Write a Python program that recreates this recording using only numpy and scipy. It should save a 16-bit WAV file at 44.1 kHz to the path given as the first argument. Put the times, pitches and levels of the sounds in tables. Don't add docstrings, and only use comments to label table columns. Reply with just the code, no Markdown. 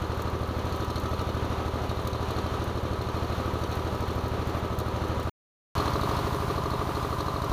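import sys
import numpy as np
from scipy import signal
from scipy.fft import rfft, irfft, next_fast_len
from scipy.io import wavfile
from scipy.ndimage import uniform_filter1d

SR = 44100
rng = np.random.default_rng(int(sys.argv[2]) if len(sys.argv) > 2 else 0)


def linear_from_db(decibels):
    return 10 ** (np.asarray(decibels, float) / 20)


def log_audio(samples):
    frames = np.atleast_2d(samples).T
    limited = np.clip(frames, -1, 1)
    pcm = np.round(limited * 32767).astype(np.int16)
    wavfile.write(sys.argv[1], SR, pcm)


N = 331632
TIME = np.arange(N) / SR
FIRST, SECOND = (0, 5.2955), (5.7525, 7.53)


def colour(x, points):
    hz, db = np.transpose(points)
    size = next_fast_len(len(x))
    log_hz = np.log(np.arange(size // 2 + 1) * SR / size + 1)
    gain = linear_from_db(np.interp(log_hz, np.log(hz), db, left=-60))
    y = irfft(rfft(x, size) * gain, size)[:len(x)]
    return y / np.std(y)


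def ring(x, hz, t60_ms):
    radius = np.exp(-np.log(1000) * 1000 / (t60_ms * SR))
    angle = 2 * np.pi * hz / SR
    return signal.lfilter([0, radius * np.sin(angle)], [1, -2 * radius * np.cos(angle), radius ** 2], x)


def strikes(s, size):
    at = (s * SR).astype(int)
    inside = (at >= 0) & (at < N)
    return np.bincount(at[inside], size[inside], N)


def walk(rate):
    hold = int(SR / rate)
    levels = np.repeat(rng.standard_normal(N // hold + 1), hold)
    return 0.93 * uniform_filter1d(uniform_filter1d(levels, hold), hold)[:N]


def effort_curves(points):
    s, *columns = np.transpose(points)
    return [np.interp(TIME, s, db - np.mean(db)) for db in columns]


def breeze(db, top_hz, gust_db):
    rumble = colour(rng.standard_normal(N), [(20, -6), (top_hz, 0), (3 * top_hz, -30)])
    return linear_from_db(db + gust_db * walk(5)) * rumble


def arc(sizzle_db, crackle_rate=50, crackle_db=17):
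    # t/s, peak level/dB
    spits = [(0.2204, -34), (0.76, -38), (0.845, -38), (0.9053, -45), (0.9991, -38), (1.0909, -47),
             (1.2146, -40), (1.9939, -47), (2.0737, -29), (2.3077, -36), (2.641, -35), (3.0205, -42),
             (3.1522, -49), (3.714, -43), (3.7539, -40), (4.0058, -39.5), (4.2807, -40), (4.4727, -44),
             (4.7876, -27.5), (4.8004, -33.5), (5.1986, -42), (5.229, -38.5), (6.3619, -41), (6.7037, -37),
             (7.443, -38)]
    # f/Hz, level/dB per Hz
    spark = [(1000, -28), (3000, -13), (6000, -6), (8000, -8.5), (10500, -10), (12500, -4), (14000, -7),
             (14900, -3.5), (15300, -7)]
    when, size = rng.random((int(crackle_rate * N / SR), 2)).T
    faint = strikes(when * N / SR, linear_from_db(crackle_db - 15 * size))
    crackle = signal.lfilter([1], [1, -np.exp(-1 / (0.0027 * SR))], faint)
    envelope = (crackle + linear_from_db(1.5 * walk(15))) * linear_from_db(sizzle_db)
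    for s, db in spits:
        t60_s = .025 - .0007 * max(db + 40, 0)
        span = slice(int(s * SR), int((s + .06) * SR))
        age = TIME[span] - s
        attack = np.clip(age / .0006, 0, 1)
        envelope[span] += linear_from_db(db - 3.5 - 60 * age / np.clip(t60_s, .004, .1)) * attack
    return envelope * colour(rng.standard_normal(N), spark)


def panels():
    # f/Hz, t60/ms, rms level/dB
    cowling = [(963.5, 99, -51), (1162.5, 90, -48.5), (1288.4, 170, -50.5), (1420, 150, -64)]
    total = 0
    for hz, t60_ms, db in cowling:
        total = total + linear_from_db(db) * ring(rng.standard_normal(N), hz, t60_ms) / np.sqrt(t60_ms)
    return total * np.sqrt(4 * np.log(1000) * 1000 / SR)


def hum(cycle, orders, waver_db):
    total = 0
    for multiple, db in orders.items():
        tone = np.sin(2 * np.pi * (multiple * cycle + rng.random()))
        total = total + np.sqrt(2) * linear_from_db(db + waver_db * walk(6)) * tone
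    return total


def roar(cycle, points, locked, locked_hz, throb_db):
    size = int(SR / 12.8)
    clatter = rng.standard_normal(size)[(cycle % 1 * size).astype(int) % size]
    clatter = signal.sosfilt(signal.butter(4, locked_hz, fs=SR, output="sos"), clatter)
    throb = linear_from_db(throb_db * np.cos(2 * np.pi * (cycle - .15)) + 1.12 * walk(9) + 0.89 * walk(60))
    return colour(locked * clatter + throb * rng.standard_normal(N), points)


def valves(beat_s, scatter_db, share_db, burst_ms, jitter_ms, rattle, flank_db, spot):
    # f/Hz, t60/ms, level/dB
    casing = [(2480, 90, -4.5), (2938, 260, -1), (3156, 210, -4), (3480, 70, -8), (3563, 130, -4),
              (3780, 150, -3.5), (3820, 15, -2.5), (3940, 60, -2.5), (4150, 33, 0.5), (4240, 60, 1.5),
              (4490, 12, 0), (5380, 37, -7), (5730, 40, -6), (6250, 20, -6.5), (6800, 12, -12.5),
              (8440, 8, -10.5), (9400, 8, -22.5), (10050, 10, -14.5), (11530, 7, -6), (13100, 9, -18.5),
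              (14730, 10, -17.5)]
    # t/ms after the beat, level/dB at the first spot, level/dB at the second
    landings = [
        (-2, -9, -3),
        (20.5, -2, -1),
        (46.5, -17.5, -16.5),
    ]
    # t/s, level/dB over a usual one
    hard_landings = [(0.02, 2), (0.7236, 3.5), (0.8046, -1.5), (0.9567, 3.5), (1.1922, 1), (1.893, 5.5),
                     (2.1293, -2), (3.6364, -1.5), (3.7234, 7), (4.789, 4), (5.779, 0), (5.8539, 1.5),
                     (5.8763, -3), (5.9324, -3), (6.0104, -0.5), (6.032, -2), (6.0884, 0), (6.1657, 0),
                     (6.1881, 1.5), (6.3434, -2), (6.7038, 2), (6.9485, 1), (7.1823, -1.5), (7.202, -0.5),
                     (7.417, -2)]
    fade = np.exp(-1000 / (burst_ms * SR))
    late, size = rng.standard_normal((2, len(landings), len(beat_s)))
    ms, db = np.transpose(landings)[[0, spot], :, None]
    hard_s, hard_db = np.transpose(hard_landings)
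    when = np.r_[(beat_s + (ms + jitter_ms * late) / 1000).ravel(), hard_s]
    force_db = np.r_[(db + scatter_db * size).ravel(), hard_db - 1.5]
    heard = slice(max(int(beat_s[0] * SR), 0), int(beat_s[-1] * SR))
    out, full = 0, np.zeros(N)
    for hz, t60_ms, mode_db in casing:
        swell_db = force_db * np.clip(4500 / hz, .4, 1)
        hits = strikes(when, linear_from_db(swell_db + share_db * rng.standard_normal(len(when))))[heard]
        burst = signal.lfilter([1], [1, -fade], hits) + rattle
        mode = ring(burst * rng.standard_normal(len(hits)), hz, t60_ms)
        out = out + linear_from_db(mode_db + flank_db * (hz < 3700)) * mode / np.median(abs(mode))
    full[heard] = out / np.median(abs(out))
    return full


def crank(beats, cycle_s=.0781):
    s, k = np.transpose(beats)
    s = np.r_[s[0] - 2 * cycle_s, s, s[-1] + 3 * cycle_s]
    k = np.r_[k[0] - 2, k, k[-1] + 3]
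    return np.interp(np.arange(k[0], k[-1] + 1), k, s), np.interp(TIME, s, k)


def blows(beat_s, table, scatter_db, jitter_ms):
    out = 0
    for ms, hz, t60_ms, db, swing in table:
        late, size = rng.standard_normal((len(beat_s), 2)).T
        when = beat_s + (ms + jitter_ms * late) / 1000
        out = out + ring(strikes(when, swing * linear_from_db(db + scatter_db * size)), hz, t60_ms)
    return uniform_filter1d(uniform_filter1d(out, size=9), size=9)


def generator(beats, table, orders, points, clack_db, roar_db, valve_db, flank_db, spot):
    beat_s, cycle = crank(beats)
    body = blows(beat_s, table, scatter_db=0.47, jitter_ms=0.055)
    body = body + hum(cycle, orders, waver_db=1.7) + panels()
    body = body + linear_from_db(roar_db) * roar(cycle, points, locked=0.34, locked_hz=1400, throb_db=0.25)
    body = signal.sosfiltfilt(signal.butter(2, 29, "high", fs=SR, output="sos"), body)
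    clack = valves(beat_s, scatter_db=1.8, share_db=2.9, burst_ms=4.5, jitter_ms=0.92, rattle=0.2,
                   flank_db=flank_db, spot=spot)
    return body * linear_from_db(0.4 * walk(4)) + linear_from_db(valve_db + clack_db) * clack


def scene():
    # t/s, cycle number
    beats_1 = [
        (0.021, 0),
        (0.9601, 12),
        (1.5831, 20),
        (3.7726, 48),
        (4.7078, 60),
        (5.1765, 66),
    ]
    beats_2 = [
        (5.781, 0),
        (6.4041, 8),
        (7.4202, 21),
    ]
    # t/ms after the beat, f/Hz, t60/ms, level/dB, first swing (signed factor)
    blows_1 = [(-3, 80, 186, -21, -0.87), (-1.5, 146, 22.4, -25, -1), (-5, 1000, 19, -32, 1),
               (-2.5, 1400, 20, -30.5, -0.79), (61, 1124, 25, -33, 1), (7, 117.8, 134, -27.5, -1.25),
               (17.4, 548, 18, -20.5, 1), (18.5, 322, 23, -26, -1), (18.5, 1230, 22, -26, 1),
               (31, 421, 41.4, -26.5, -1.11), (33, 90, 86, -32.5, -1.2), (45, 388, 182, -34, 1),
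               (70.5, 54, 450, -45, 0.042)]
    blows_2 = [(-6, 35, 330, -32, 0.69), (-1, 81.4, 138, -24.5, -1), (-1.5, 131, 29, -20.5, -1.14),
               (-6, 1050, 12, -27, 0.63), (-1.5, 1030, 14, -25, -1.25), (8.5, 1100, 27, -47, 0.77),
               (17.7, 376, 14, -19, -1), (19, 1160, 14, -23, 1), (20.7, 1160, 20, -22.5, 1),
               (24.5, 404, 67, -21.5, -0.76), (26.5, 524, 120, -33, -0.8), (28.5, 1030, 14, -39, 0.86),
               (40.5, 136.7, 65, -22.5, 0.99), (36.5, 1140, 12, -31, -1.3), (43.5, 1080, 23, -29.5, 0.95),
               (60, 1000, 37, -26.5, -1.22), (73.5, 116.7, 190, -31.5, 0.92)]
    hum_1 = {14: -49.5, 16: -48.5, 20: -49, 2: -54.5, 4: -52.5, 39: -48.5, 43: -51, 63: -57, 77: -50.5, 81:
             -55, 90: -55.5, 93: -53.5, 97: -55.5, 100: -49.5}
    hum_2 = {2: -56, 16: -50.5, 23: -55, 43: -51.5, 45: -49.5, 50: -48, 54: -49, 57: -54.5, 74: -49, 79:
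             -49.5, 80: -57, 84: -61.5, 87: -52, 91: -50, 95: -45.5}
    # f/Hz, level/dB per Hz
    roar_1 = [(25, -8.5), (45, -4), (120, 1), (300, 2), (800, -1.5), (1000, -3), (1300, -8.5), (1390, -6.5),
              (2000, -12), (4300, -19.5), (5000, -23), (6600, -29), (7800, -33.5), (15500, -36.5)]
    roar_2 = [(25, 0), (50, 2.5), (200, 3), (420, 7.5), (500, -3), (750, 2), (1000, 4.5), (1250, 2),
              (1800, -6), (4300, -14.5), (5000, -14), (6600, -26), (8000, -30), (15500, -44)]
    # t/s, valve rattle level/dB, arc sizzle level/dB
    effort_1 = [(0.1, -2, 1), (0.5, -2, 1), (0.95, 3, 1), (1.65, -2, -2), (2.05, 1, 1), (2.4, 3, -3),
                (2.7, 0, -1), (3.1, 2, -3), (3.5, 0, 2), (4.0, 1, 2), (4.6, -3, 0), (5.2, -1, 1)]
    effort_2 = [(5.85, 0, 2), (6.2, -1, 2), (6.55, 1, -1), (6.85, -1, -3), (7.1, 0, 1), (7.4, 1, 0)]
    clack_1, sizzle_1 = effort_curves(effort_1)
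    clack_2, sizzle_2 = effort_curves(effort_2)
    first = generator(beats_1, blows_1, hum_1, roar_1, clack_1,
                      roar_db=-35.5, valve_db=-56.9, flank_db=0.12, spot=1)
    second = generator(beats_2, blows_2, hum_2, roar_2, clack_2,
                       roar_db=-35, valve_db=-55.3, flank_db=-5.0, spot=2)
    second = second + breeze(-49.5, top_hz=51, gust_db=2.3)
    on_1, on_2 = [(TIME >= start) & (TIME < end) for start, end in (FIRST, SECOND)]
    sparks = arc(np.where(on_1, -68.7 + 2 * sizzle_1, -68 + 2 * sizzle_2))
    return (on_1 * first + on_2 * second + (on_1 | on_2) * sparks)[None]


def roll_off(x):
    return signal.sosfilt(signal.butter(12, 16610, fs=SR, output="sos"), x)


def record(dry, bounce=.3, lag=14):
    since = TIME - SECOND[0]
    gain_db = -1.2 + 5 * np.exp(-abs(since) / .38)
    dry = dry * linear_from_db((since > 0) * gain_db)
    treble = signal.sosfilt(signal.butter(1, 4000, "high", fs=SR, output="sos"), dry)
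    dry = dry + bounce * np.roll(treble, int(lag), axis=1)
    mix = signal.sosfilt(signal.ellip(10, .5, 45, 15450, fs=SR, output="sos"), dry)
    return roll_off(mix)


dry = scene()
out = record(dry)
log_audio(out)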